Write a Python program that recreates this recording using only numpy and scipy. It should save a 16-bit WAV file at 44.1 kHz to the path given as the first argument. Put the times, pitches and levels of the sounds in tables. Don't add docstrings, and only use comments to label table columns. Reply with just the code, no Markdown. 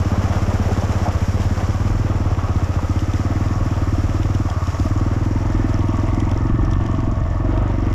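import sys
import numpy as np
from scipy import signal
from scipy.fft import rfft, irfft
from scipy.io import wavfile
from scipy.ndimage import uniform_filter1d

SR = 44100
rng = np.random.default_rng(int(sys.argv[2]) if len(sys.argv) > 2 else 0)


def store_pcm(level_fs):
    pcm = np.round(np.clip(level_fs, -1, 1) * 32767).astype(np.int16)
    wavfile.write(sys.argv[1], SR, np.atleast_2d(pcm).T)


N = 350154

# t/s, level/dB
WIND_LEVEL = [(0, -32.5), (2.6, -29.5), (4.3, -29), (5.6, -28.5), (6.8, -22), (7.3, -25), (7.6, -31)]
# t/s, crunch/dB, grit/dB
GRAVEL_LEVELS = [(0, -29, -40.5), (1.1, -30, -39.5), (1.3, -33, -40), (1.68, -30, -40.5),
                 (1.78, -32.5, -41.8), (2.3, -32, -44.5), (2.6, -33, -43), (3.15, -34.5, -42),
                 (4.15, -34, -42.5), (4.55, -37.5, -43.5), (4.8, -39.5, -41), (5.1, -34, -45),
                 (6.15, -36, -47.5), (6.5, -36.5, -52), (7.35, -39, -52.5), (7.6, -32, -54.5),
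                 (7.94, -35.5, -50)]
# f/Hz, relative level/dB
BUFFET_SPECTRUM = [(12, -5.5), (30, -1), (62, -1.5), (120, -3.5), (180, -11.5), (300, -22), (500, -49),
                   (2000, -98)]
CRUNCH_SPECTRUM = [(100, -16), (200, -1.5), (450, -2), (750, -2.5), (950, -6), (1200, -6), (1600, -13),
                   (2300, -19), (3200, -24), (4500, -36), (8000, -51.5)]
GRIT_SPECTRUM = [(700, -7.5), (1600, 7.5), (2800, 1.5), (4200, -5), (4900, 0), (5550, 4), (6300, -0.5),
                 (7300, -1), (8700, -17), (9700, -17.5), (10600, -10.5), (11300, -17.5), (12100, -12),
                 (13500, -18), (15500, -31)]
# t/s, length/s, level/dB, f/Hz
LOOSE_PATCHES = [(0.471, 0.087, -33, 626), (0.67, 0.063, -27.5, 408), (0.812, 0.044, -32, 674),
                 (1.044, 0.067, -27, 700), (2.3, 0.026, -30, 640), (2.386, 0.022, -35, 1150),
                 (2.787, 0.012, -29, 1020), (4.483, 0.023, -32, 764)]
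# t/s, ring peak/dB, ring f/Hz, crack peak/dB
LOUD_STONES = [(0.731, -31, 6200, -45), (1.4174, -32, 5700, -33), (2.6432, -30, 5320, -38),
               (2.9916, -32, 5040, -29), (3.1353, -32, 5870, -30), (4.231, -32, 5410, -31),
               (4.3485, -32, 5200, -34), (4.5003, -24.5, 4920, -33), (4.6703, -30, 5430, -33),
               (4.7963, -33, 5000, -37), (5.807, -45, 5530, -30.5), (5.884, -35, 5550, -40),
               (6.146, -30, 5460, -41), (6.201, -28.5, 5700, -31), (6.314, -28.5, 5300, -32),
               (6.3748, -32, 5270, -47), (6.6493, -34, 5450, -44), (6.7123, -32, 5070, -40),
               (6.7334, -32, 5400, -32), (6.8626, -31.5, 5380, -34), (7.0044, -37, 4950, -46),
               (7.576, -34, 5060, -31)]
# t/s, firing rate/Hz
FIRING_RATE = [(0.0, 16.46), (0.92, 16.99), (1.19, 14.01), (1.39, 18.36), (1.65, 16.2), (1.9, 20.97),
               (2.73, 14.07), (3.48, 20.24), (3.99, 17.85), (4.3, 20.17), (4.78, 16.02), (4.89, 19.07),
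               (5.46, 21.29), (5.72, 20.14), (6.77, 22.9), (7.38, 21.18), (7.6, 24.7), (7.94, 22.48)]
# t/s, relative throttle/0-1
THROTTLE_TRAVEL = [(0, 0.01), (1.5, 0), (2.0, 0.44), (2.7, 0.39), (3.4, 0.74), (5.0, 0.79), (5.4, 1),
                   (7.94, 1)]
# t/s, length/s, burn drop/dB
THROTTLE_LIFTS = [(1.1, 0.14, 5), (1.53, .14, 5.5), (2.274, 0.14, 2), (2.595, 0.29, 2.5),
                  (4.464, 0.11, 9.5), (4.605, 0.071, 6.5), (4.688, 0.092, 11), (7.14, 0.26, 10)]
# f/Hz, width/Hz, idle gain/dB, on-throttle gain/dB
CASE_MODES = [(536, 61, 6.5, 2.5), (643, 60, -8, 9), (696, 70, 4, 2), (923, 46, -5, 8), (1122, 71, 6, 6),
              (1261, 42, 0.5, 4), (1460, 120, -5, -8.5), (1785, 67, -14, -1), (2017, 200, -10.5, -7.5),
              (2820, 480, -32, -20)]
# nominal f/Hz, width/Hz, idle gain/dB, on-throttle gain/dB
PIPE_MODES = [(207, 30, 7, -14.5), (254.5, 55, -5, 1.5), (312, 50, -5, 3.5)]
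# nominal f/Hz, width/Hz
SILENCER_CHAMBERS = [(70.6, 27.6), (98.8, 18.9), (97, 216)]

IDLE_HZ, SMOOTH_HZ = 16.5, 20.7


def gain_of(db):
    return 10 ** (np.asarray(db) / 20)


def unit_rms(x):
    return x / np.sqrt(np.mean(x ** 2) + 1e-20)


def curve(rows, column=1):
    rows = np.asarray(rows, float)
    return np.interp(np.arange(N) / SR, rows[:, 0], rows[:, column])


def add(mix, start_s, sound):
    part = mix[max(round(start_s * SR), 0):][:len(sound)]
    part += sound[:len(part)]


def colour(x, spectrum, size=4096):
    hz, db = np.transpose(spectrum)
    bins_hz = abs(np.fft.fftfreq(size, 1 / SR))
    log_gain = np.log(gain_of(np.interp(np.log(bins_hz + 1), np.log(hz), db)))
    taps = np.fft.ifft(np.exp(np.conj(signal.hilbert(log_gain)))).real
    return signal.oaconvolve(x, taps)[:len(x)]


def resonate(x, hz, width_hz):
    carrier = np.exp(2j * np.pi * np.cumsum(hz * np.ones(len(x))) / SR)
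    pole = np.exp(-np.pi * width_hz / SR)
    return 2 * (carrier * signal.lfilter([1 - pole], [1, -pole], x / carrier + 1e-18)).real


def band(x, low_hz, high_hz, order=2):
    return signal.sosfilt(signal.butter(order, [low_hz, high_hz], "band", fs=SR, output="sos"), x)


def wander(hz):
    rolloff = np.exp(-(np.fft.rfftfreq(N, 1 / SR) / hz) ** 2)
    return unit_rms(irfft(rfft(rng.standard_normal(N)) * rolloff, N))


def clicks(per_s, spread_db):
    size = gain_of(spread_db * np.minimum(rng.exponential(1, N), 2 * np.e))
    return size * rng.choice([-1, 1], N) * (rng.random(N) < per_s / SR)


def stroke(cycles, phase, decay_cycles):
    return np.exp(-((cycles - phase) % 1) / decay_cycles)


def wind():
    gusts = gain_of(curve(WIND_LEVEL) + 1.6 * wander(6))
    return unit_rms(colour(rng.standard_normal(N), BUFFET_SPECTRUM)) * gusts


def tyres(sheen_hz=8500):
    crunch = unit_rms(colour(clicks(2500, 1.35), CRUNCH_SPECTRUM))
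    crunch *= gain_of(curve(GRAVEL_LEVELS) + 1.15 * wander(26))
    grit = unit_rms(clicks(7000, 0.79)) * gain_of(1.05 * wander(36))
    pebbles = sum(resonate(clicks(20, 2.7), hz, 700) for hz in np.geomspace(2600, 12000, 9))
    rolling = np.interp(np.arange(N) / SR, [5, 6.3], [.25, .6])
    fizz = unit_rms(colour(grit + rolling * unit_rms(pebbles), GRIT_SPECTRUM))
    grit_db = curve(GRAVEL_LEVELS, column=2)
    sheen = signal.sosfiltfilt(signal.butter(4, sheen_hz, "high", fs=SR, output="sos"), fizz)
    sheen_loss = 1 - gain_of(.2 * (grit_db - grit_db.max()))
    return crunch + (fizz - sheen * sheen_loss) * gain_of(grit_db)


def scrunches():
    out = np.zeros(N)
    for start_s, length_s, db, hz in LOOSE_PATCHES:
        grind = resonate(rng.standard_normal(SR // 4), hz, 180)
        grind = band(grind, 170, 1300)[:int(length_s * SR)]
        add(out, start_s, gain_of(db) * unit_rms(grind * signal.windows.tukey(len(grind), .7)))
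    return out


def small_stones(count=9, span_s=(5.52, 6.42), ring_db=-39, ring_hz=5560, crack_db=-44):
    times_s = np.interp((np.arange(count) + rng.random(count)) / count, [0, 1], span_s)
    return [(start_s, ring_db + 1.3 * a, ring_hz + 300 * b, crack_db + 1.3 * c)
            for start_s, (a, b, c) in zip(times_s, rng.standard_normal((count, 3)))]


def stones(decay_s=.0028):
    out, t = np.zeros(N), np.arange(2048) / SR
    for start_s, ring_db, hz, crack_db in LOUD_STONES + small_stones():
        blow = rng.standard_normal(len(t)) * np.exp(-t / decay_s)
        splash = unit_rms(colour(band(blow, 3500, 13000), GRIT_SPECTRUM))
        ring = splash + .7 * unit_rms(resonate(blow, hz, 450))
        crack = band(blow, 2730, 3700)
        add(out, start_s, gain_of(ring_db) * ring / abs(ring).max())
        add(out, start_s, gain_of(crack_db) * crack / abs(crack).max())
    return out


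def chain(cycles, rate_hz, throttle, rasp_hz=1251, width_hz=107):
    labour = throttle * np.sqrt(np.clip((SMOOTH_HZ - rate_hz) / (SMOOTH_HZ - IDLE_HZ), 0, 1))
    tugs = (.5 + stroke(cycles, 0.21, .2)) * rng.standard_normal(N)
    rasp = resonate(resonate(tugs, rasp_hz, width_hz), rasp_hz, 2 * width_hz)
    return unit_rms(rasp) * labour * gain_of(-37)


def clatter(cycles, throttle, burn_db):
    knocks = (0.48 + 1.28 * stroke(cycles, .17, 0.062)
              + 0.54 * stroke(cycles, 0.41, 0.05) + 0.9 * stroke(cycles, .86, 0.046))
    ring = np.zeros(N)
    for hz, width_hz, idle_db, load_db in CASE_MODES:
        mode = resonate(resonate(knocks * rng.standard_normal(N), hz, width_hz), hz, 5 * width_hz)
        ring += mode * gain_of(idle_db + (load_db - idle_db) * throttle + 2.5 * wander(1.9))
    slack_db = -0.1 * burn_db
    return unit_rms(ring) * gain_of(-39 + 4 * throttle + slack_db)


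def crank(cycles, rate_hz, burn_db, kick=0.11):
    shake = unit_rms(np.cos(4 * np.pi * cycles) + kick * np.cos(2 * np.pi * cycles))
    unsteady = gain_of(1.7 * wander(6))
    return shake * unsteady * (rate_hz / IDLE_HZ) ** 2.55 * gain_of(-29.5 + 0.18 * burn_db)


def burn(edge_s=0.052, catch_share=.4, catch_s=0.041):
    t, db = np.arange(N) / SR, np.zeros(N)
    for start_s, length_s, drop_db in THROTTLE_LIFTS:
        since_end_s = t - start_s - length_s
        shut = np.clip((t - start_s) / edge_s + .5, 0, 1)
        reopened = np.clip(since_end_s / edge_s + .5, 0, 1)
        catch = catch_share * reopened * np.exp(-abs(since_end_s) / catch_s)
        db += drop_db * (reopened - shut + catch)
    return db


def firings(cycles, rate_hz):
    return np.diff(np.floor(cycles), prepend=-1) / np.sqrt(rate_hz)


def exhaust(cycles, rate_hz, throttle, burn_db, pipe_delay_s=0.0044):
    heat = (rate_hz / np.mean(rate_hz)) ** 0.24 * (1 + .006 * throttle * burn_db)
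    delayed = cycles - pipe_delay_s * rate_hz
    sag = 0.972 + 0.17 * stroke(delayed, 0, 0.18)
    boom = firings(delayed, rate_hz) * gain_of(.4 * wander(10))
    for hz, width_hz in SILENCER_CHAMBERS:
        boom = resonate(boom, hz * heat * sag, width_hz)
    envelope = np.interp(delayed % 1, [0, .05, .48, .6, 1], [0.13, 1, 0.73, 0.99, 0.13])
    boom = unit_rms(band(boom * envelope, 48, 295, order=1))
    boom *= gain_of(-18.5 - throttle + 0.17 * burn_db)

    pulses = unit_rms(firings(cycles, rate_hz) * gain_of(wander(7.1)))
    rush = unit_rms(stroke(cycles, 0, 0.36) * rng.standard_normal(N))
    gas = pulses + 0.34 * rush
    bark = sum(gain_of(idle_db + (load_db - idle_db) * throttle) * resonate(gas, hz * heat, width_hz)
               for hz, width_hz, idle_db, load_db in PIPE_MODES)
    bark = unit_rms(band(bark, 136.8, 328, order=5))
    bark *= gain_of(-29.5 + 4 * throttle + burn_db)
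    return boom - bark


def scene(lead_s=.005):
    rate_hz, burn_db = curve(FIRING_RATE), burn()
    throttle = np.clip(curve(THROTTLE_TRAVEL), 0, 1)
    cycles = np.cumsum(rate_hz) / SR + .05 + lead_s * rate_hz
    engine = (exhaust(cycles, rate_hz, throttle, burn_db) + crank(cycles, rate_hz, burn_db)
              + clatter(cycles, throttle, burn_db) + chain(cycles, rate_hz, throttle))
    return (engine + tyres() + scrunches() + stones() + wind())[None]


def record(dry, threshold_db=-9, release_db_per_s=190, cutoff_hz=15400):
    peak_db = 20 * np.log10(abs(dry[0]) + 1e-6)
    fall_db = np.arange(N) * release_db_per_s / SR
    held_db = np.maximum.accumulate(peak_db + fall_db) - fall_db
    over_db = np.maximum(held_db - threshold_db, 0)
    limited = dry / gain_of(0.95 * uniform_filter1d(over_db, size=130))
    lowpass = signal.firwin(511, cutoff_hz, window=("kaiser", 9), fs=SR)
    return signal.oaconvolve(limited, lowpass[None], "same")


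dry = scene()
out = record(dry)
store_pcm(out)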